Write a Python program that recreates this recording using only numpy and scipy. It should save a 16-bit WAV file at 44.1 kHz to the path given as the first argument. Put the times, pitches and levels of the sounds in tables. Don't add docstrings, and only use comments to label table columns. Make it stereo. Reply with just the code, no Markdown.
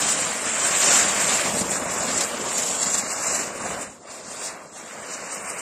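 import sys
import numpy as np
from scipy import signal
from scipy.fft import rfft, irfft, next_fast_len
from scipy.io import wavfile
from scipy.ndimage import uniform_filter1d, map_coordinates

SR = 44100
rng = np.random.default_rng(int(sys.argv[2]) if len(sys.argv) > 2 else 0)


def int16_out(signal):
    q = np.round(np.clip(np.atleast_2d(signal).T, -1, 1) * 32767)
    wavfile.write(sys.argv[1], SR, q.astype(np.int16))


N = 247384

# start_s, thrust_db, nearness_db, spark_load_db
WHEELS = [(0, -26.5, 0.5, 7), (.3, -26.5, -0.5, 4.5), (.4, -29.5, 0, 4.5), (.7, -22.5, -2, 4.5),
          (.82, -22, -2, 5), (.94, -20, 2.5, 7), (1.1, -25, 1, 5), (1.47, -25, 3, 3), (1.54, -32, 7, 4),
          (1.85, -28.5, 3.5, 0), (2.05, -26, 2, -0.5), (2.6, -28, 0, -0.5), (3.0, -27.5, -1, 0.5),
          (3.4, -27, 0, 1), (3.53, -35, 2.5, 2), (3.7, -28, 2, 0), (3.83, -34, 1.5, -1),
          (3.9, -42, 1.5, 4.5)]
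# start_s, thrust_db, nearness_db, spark_load_db
FLARE = [(3.99, -52, 0.5, 3), (4.04, -44.5, -1.5, -0.5), (4.12, -34.5, -3.5, -0.5), (4.23, -39, -1, 1),
         (4.48, -32, -3, 0.5), (4.59, -35.5, -2.5, -7.5), (4.72, -48, 1, 5.5), (4.78, -39, -2, -2.5),
         (4.9, -35.5, -4.5, -0.5), (4.98, -35, -1, -2), (5.12, -31.5, -5, -1), (5.61, -32, -2, -1.5)]
LAYER_HZ = [
    80,
    400,
    2000,
    7000,
    13000,
]
FOLLOWS = [
    (.55, 1.8, 0.056, .02),
    (.6, 1.1, .01, 0.02),
    (1.01, .01, .01, 0.26),
    (1.01, .01, 1.15, 0.95),
    (1.1, 0.53, 0.92, 0.73),
]
# pitch_hz, flicker_db
GRIT = [
    (100, 3),
    (1000, 0),
    (3000, 0.8),
    (7000, 1),
    (14000, -2),
]
# pitch_hz, direct_share (0-1)
LIKENESS = [
    (30, 1),
    (80, 1),
    (300, 1),
    (700, 1),
    (1500, 0.94),
    (3000, 0.58),
    (4500, 0.5),
    (7000, 0.22),
    (14000, 0.26),
]
# pitch_hz, level_db (per Hz)
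JET_COLOUR = [(24, -44), (40, -23.5), (81, -14.5), (121, -14.5), (200, -3.5), (363, -7.5), (615, -0.5),
              (810, -4.5), (2300, -4), (3300, -9), (5500, -11.5), (8900, -12.5), (10000, -14), (15500, -26)]


def jets(spread, patchy_db, spark_share):
    thrust, nearness, spark_load = in_time(WHEELS + FLARE)
    layer_db = np.array(FOLLOWS) @ np.array([thrust, nearness, spark_load, surges()])
    layer_db = layer_db - layer_db.mean(axis=1, keepdims=True)

    white = rng.standard_normal((2, 4, N))
    popping = white + spark_share * sparks(per_s=2500., spread_db=6.5)
    burst = spits(swell_ms=0.92, dying_ms=12.0)
    flutter = drift(53.0) + 0.1 * drift(240.0)

    out = np.zeros((4, N))
    edges_hz = 28 * 2 ** np.arange(0, 9.6, .5)
    for k, (low, high) in enumerate(zip(edges_hz, edges_hz[1:])):
        hz = np.sqrt(low * high)

        place = np.interp(np.log(hz), np.log(LAYER_HZ), range(5))
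        under = min(int(place), 3)
        level_db = layer_db[under] + (place - under) * (layer_db[under + 1] - layer_db[under])

        source = popping if hz > 1200 else white
        band_filter = signal.butter(2, [low, high], "band", fs=SR, output="sos")
        band = signal.sosfilt(band_filter, source[k % 2])
        flicker_db = patchy_db * drift(17.5) + at_hz(GRIT, hz) * flutter
        brightness = np.clip(place - 1.5, 0, 1.5) / 1.5
        gain = from_db(level_db + flicker_db) * burst ** brightness

        direct = np.clip(at_hz(LIKENESS, hz), 0, 1) ** spread
        out += gain * band * np.sqrt([direct, direct, 1 - direct, 1 - direct])
    return coloured(out, lambda hz: at_hz(JET_COLOUR, hz))


# crest_s, gain_db, swell_s
WHEEL_SURGES = [(.02, 3, 0.05), (0.109, 6, 0.042), (.22, 1.5, 0.089), (.48, 2.5, .06), (.66, 2, 0.025),
                (0.832, 6, 0.057), (1.08, -1, 0.023), (1.22, 6.5, 0.026), (1.35, 4.5, 0.21),
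                (1.46, 3, 0.026), (1.588, 10.5, 0.097), (1.74, 9, 0.075), (1.92, 3.5, 0.038),
                (2.22, 6.5, 0.26), (2.578, 12, .12), (2.63, 9.5, .03), (2.71, 6.5, 0.15),
                (2.831, 13, 0.052), (2.87, 10.5, .03), (2.95, 9, 0.081), (2.99, 7.5, 0.033),
                (3.11, 5.5, 0.028), (3.251, 7.5, 0.067), (3.34, 7.5, 0.074), (3.4, 4, 0.058),
                (3.7, -0.5, .08), (3.82, 7, 0.021)]
# crest_s, gain_db, swell_s
FLARE_SURGES = [
    (4.11, 4.8, 0.061),
    (4.33, 7.2, 0.077),
    (4.45, 9.6, 0.14),
    (4.779, 10.6, 0.074),
    (5.14, 4.7, 0.072),
    (5.34, 7.6, 0.06),
    (5.5, 8.3, 0.05),
    (5.59, 7, .04),
]


def surges():
    crest_s, gain_db, swell_s = np.transpose(WHEEL_SURGES + FLARE_SURGES)[:, :, None]
    at = np.arange(0, N, 32)
    age = at / SR - crest_s
    drop_s = .015 + .15 * swell_s
    span = np.where(age < 0, 0.53 * swell_s, drop_s)
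    bumps_db = gain_db * np.exp(-.5 * (age / np.maximum(span, 1e-3)) ** 2)
    return np.interp(np.arange(N), at, bumps_db.max(axis=0))


# start_s, added_gain_db (against the hiss)
SPITS = [(.087, -6.5), (.198, -7), (.477, -25.5), (.641, -27), (.813, -17), (1.08, 2.5), (1.196, -7),
         (1.708, -9), (1.736, -26), (1.898, -18), (2.176, 4), (2.208, 10), (2.235, 4), (2.487, -4),
         (2.581, -4), (2.664, -3), (2.703, -2), (2.748, -1), (2.829, -3), (2.899, -5), (2.943, 1),
         (2.977, 2.5), (3.227, -14), (3.267, 1.5), (3.35, -4), (3.81, -21), (4.071, -5), (4.75, -20),
         (5.326, -18), (5.583, -8)]


def spits(swell_ms, dying_ms):
    gain, t = np.ones(N), np.arange(N) / SR
    for start_s, peak_db in SPITS:
        i = slice(max(round((start_s - .01) * SR), 0), round((start_s + .1) * SR))
        age_ms = (t[i] - start_s) * 1000
        dying = np.exp(-np.maximum(age_ms, 0) / dying_ms)
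        gain[i] += from_db(peak_db) * dying / (1 + np.exp(-age_ms / swell_ms))
    return gain / uniform_filter1d(gain, size=SR // 8)


def sparks(per_s, spread_db):
    size_db = spread_db * np.minimum(rng.exponential(1, (4, N)), 5)
    sizes = from_db(size_db) * rng.choice([-1, 1], (4, N))
    return rms_one(sizes * (rng.random((4, N)) < per_s / SR))


# start_s, wheels_left_late_samples, flare_share (0-1), spread (how spread out the fire is)
PLACE = [(0, 0.65, 0.1, 1.45), (.6, 2.6, 0.2, 1.6), (1.15, 1.1, 0.05, 0.83), (1.48, 1.3, 0, 0.88),
         (1.6, 3.3, 0.65, 2.6), (1.85, 4.9, 0.18, 1.3), (2.4, 10.8, 0.35, 3.7), (2.65, 12.4, 0.53, 0.98),
         (2.87, 8.2, 0.06, 1.46), (3.2, 6.7, 0.1, 1.37), (3.45, 5.6, 0.04, 1.9), (3.95, 4.7, .3, 1.9),
         (4.02, 3.3, 0.9, 0.97), (4.9, 5.4, 1, 2.2), (5.61, 5.4, 0.95, 0.89)]
# start_s, left_late_samples
FLARE_LAG = [
    (0, -6),
    (4.05, -9),
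    (4.87, -8),
    (4.95, -6.2),
    (5.1, -8),
    (5.61, -5),
]


def fire_at_ports():
    lag, share, spread = in_time(PLACE)
    wheels, flare, *scattered = jets(np.maximum(spread, .1), patchy_db=1.36, spark_share=0.41)
    share = np.clip(share, 0, 1)
    from_wheels = np.sqrt(1 - share) * late(wheels, lag)
    from_flare = np.sqrt(share) * late(flare, *in_time(FLARE_LAG))
    return from_wheels + from_flare + scattered


def late(x, samples):
    n = np.arange(N)
    return np.array([map_coordinates(x, [n - side * samples / 2], order=3, mode="nearest") for side in (1, -1)])


# start_s, left_minus_right_db
SHADING = [
    (0.0, -1.5),
    (1.31, -8),
    (1.34, -10.5),
    (1.42, -3),
    (1.94, -8.5),
    (2.05, -9.5),
    (3.75, -6),
    (4.36, -2),
    (5.59, -3.5),
    (5.61, -10),
]


def shaded(fire):
    treble = signal.sosfiltfilt(signal.butter(2, 3500., "high", fs=SR, output="sos"), fire)
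    pan_db = in_time(SHADING)[0] + 3.1 * drift(4.1)
    pan_db = pan_db - pan_db.mean()
    return fire + treble * (from_db(.5 * pan_db * [[1], [-1]]) - 1)


# pitch_hz, width_hz, gain_db
LEFT_PORT = [
    (1116, 76, 4.5),
    (4150, 460, -3.5),
    (8540, 670, 11.0),
    (394, 360, 2),
]
# pitch_hz, width_hz, gain_db
RIGHT_PORT = [
    (7460, 500, 8.5),
    (6800, 1650, 8),
]


def through_ports(fire):
    return np.array([coloured(fire[0], bells(LEFT_PORT)), coloured(fire[1], bells(RIGHT_PORT))])


def bells(port):
    return lambda hz: sum(db * np.exp(-.5 * ((hz - centre) / width) ** 2) for centre, width, db in port)


# pitch_hz, level_db (per Hz)
NIGHT = [
    (24, -40),
    (40, -15),
    (214, -38),
    (386, 36),
    (711, 9),
    (3800, 11),
    (9000, -3),
    (11700, -65),
    (19800, -120),
]


def night():
    noise = rng.standard_normal(N) + 3.3 * rng.standard_normal((2, N))
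    return from_db(-85) * rms_one(coloured(noise, lambda hz: at_hz(NIGHT, hz)))


def from_db(db):
    return 10 ** (np.asarray(db) / 20)


def rms_one(x):
    return x / np.sqrt(np.mean(x ** 2) + 1e-20)


def in_time(rows):
    s, *columns = np.transpose(rows)
    return [np.interp(np.arange(N) / SR, s, c) for c in columns]


def at_hz(points, hz):
    return np.interp(np.log(hz), np.log(np.array(points)[:, 0]), np.array(points)[:, 1])


def drift(rate):
    r = np.exp(-40 * np.pi * rate / SR)
    noise = rng.standard_normal(N // 20 + 3002)
    slow = signal.lfilter([1], [1, -2 * r, r * r], noise)[3000:]
    return np.interp(np.arange(N) / 20, np.arange(len(slow)), rms_one(slow))


def coloured(x, gain_db):
    size = next_fast_len(N + 4096)
    hz = np.maximum(np.arange(size // 2 + 1) * SR / size, 1)
    return irfft(rfft(x, size) * from_db(gain_db(hz)), size)[..., :N]


# start_s, lower_edge_hz, width_hz
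CANCEL = [(.35, 9900, 0), (.55, 9900, 2400), (.95, 9900, 0), (1.68, 3100, 0), (1.85, 3100, 350),
          (2.0, 3100, 0), (2.78, 2920, 0), (2.93, 2920, 600), (3.02, 2920, 100), (3.08, 2900, 950),
          (3.36, 2950, 650), (3.42, 3100, 200), (3.92, 3150, 300), (4.03, 2870, 200), (4.87, 2870, 200),
          (4.95, 3480, 250), (5.08, 3080, 450), (5.61, 3080, 650)]


def cancelling(hz, s):
    hold_s, ragged = .07, .5
    step = (s / hold_s).astype(int)
    at, low_hz, width_hz = np.transpose(CANCEL)
    low = np.interp(s, at, low_hz)
    jumps = rng.uniform(-1, 1, step.max() + 1)[step]
    width = np.interp((step + .5) * hold_s, at, width_hz) * (1 + ragged * jumps)
    return (hz[:, None] > low) & (hz[:, None] < low + width)


# pitch_hz, threshold_db (against the neighbourhood)
THRIFT = [(60, -45), (400, -24), (1000, -14), (2000, -7.5), (2850, -6), (3100, -2.5), (4500, -1),
          (6300, -1.5), (7300, -7), (8500, -1.5), (9700, 2), (15000, 2)]


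def thinned(x, wander_db, given_up_db):
    mid_side = np.array([x[0] + x[1], x[0] - x[1]]) / 2
    hz, s, cells = signal.stft(mid_side, SR, nperseg=2048, noverlap=1536)
    power = np.abs(cells) ** 2
    own = uniform_filter1d(uniform_filter1d(power, size=3, axis=1), size=4, axis=2)
    joint = uniform_filter1d(uniform_filter1d(power.mean(axis=0), size=24, axis=0), size=5, axis=1)

    budget = uniform_filter1d(rng.standard_normal((2, len(hz) // 8 + 1, len(s))), size=6, axis=2)
    budget = np.repeat(rms_one(budget), 8, axis=1)[:, :len(hz)]
    bar_db = at_hz(THRIFT, np.maximum(hz, 1))[:, None] + wander_db * budget

    patches = uniform_filter1d(rng.standard_normal((2, len(hz) // 64 + 1, len(s))), size=24, axis=2)
    starved = np.repeat(np.maximum(rms_one(patches) - .3, 0), 64, axis=1)[:, :len(hz)]
    bar_db += 3 * starved * (hz > 9700)[:, None]

    thrust_db = np.interp(s, *np.transpose(WHEELS + FLARE)[:2])
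    quiet_db = np.clip(-34 - thrust_db, 0, 5)
    bar_db += .7 * np.outer(hz > 12300, quiet_db)

    bar_db[0] += given_up_db * cancelling(hz, s)
    keep = (own > joint * from_db(2 * bar_db)) & (hz < 15540)[:, None]
    mid, side = signal.istft(cells * keep, SR, nperseg=2048, noverlap=1536)[1][:, :N]
    return np.array([mid + side, mid - side])


def scene():
    fire = through_ports(shaded(fire_at_ports()))
    return from_db(-24.5 + 3.5) * rms_one(fire) + night()


def top_cut(x):
    return signal.sosfilt(signal.butter(12, 16270, fs=SR, output="sos"), x)


def record(dry):
    rounded = 1.1 * np.tanh(dry / 1.1)
    mix = thinned(rounded, wander_db=2.6, given_up_db=9.0)
    return top_cut(mix)


dry = scene()
out = record(dry)
int16_out(out)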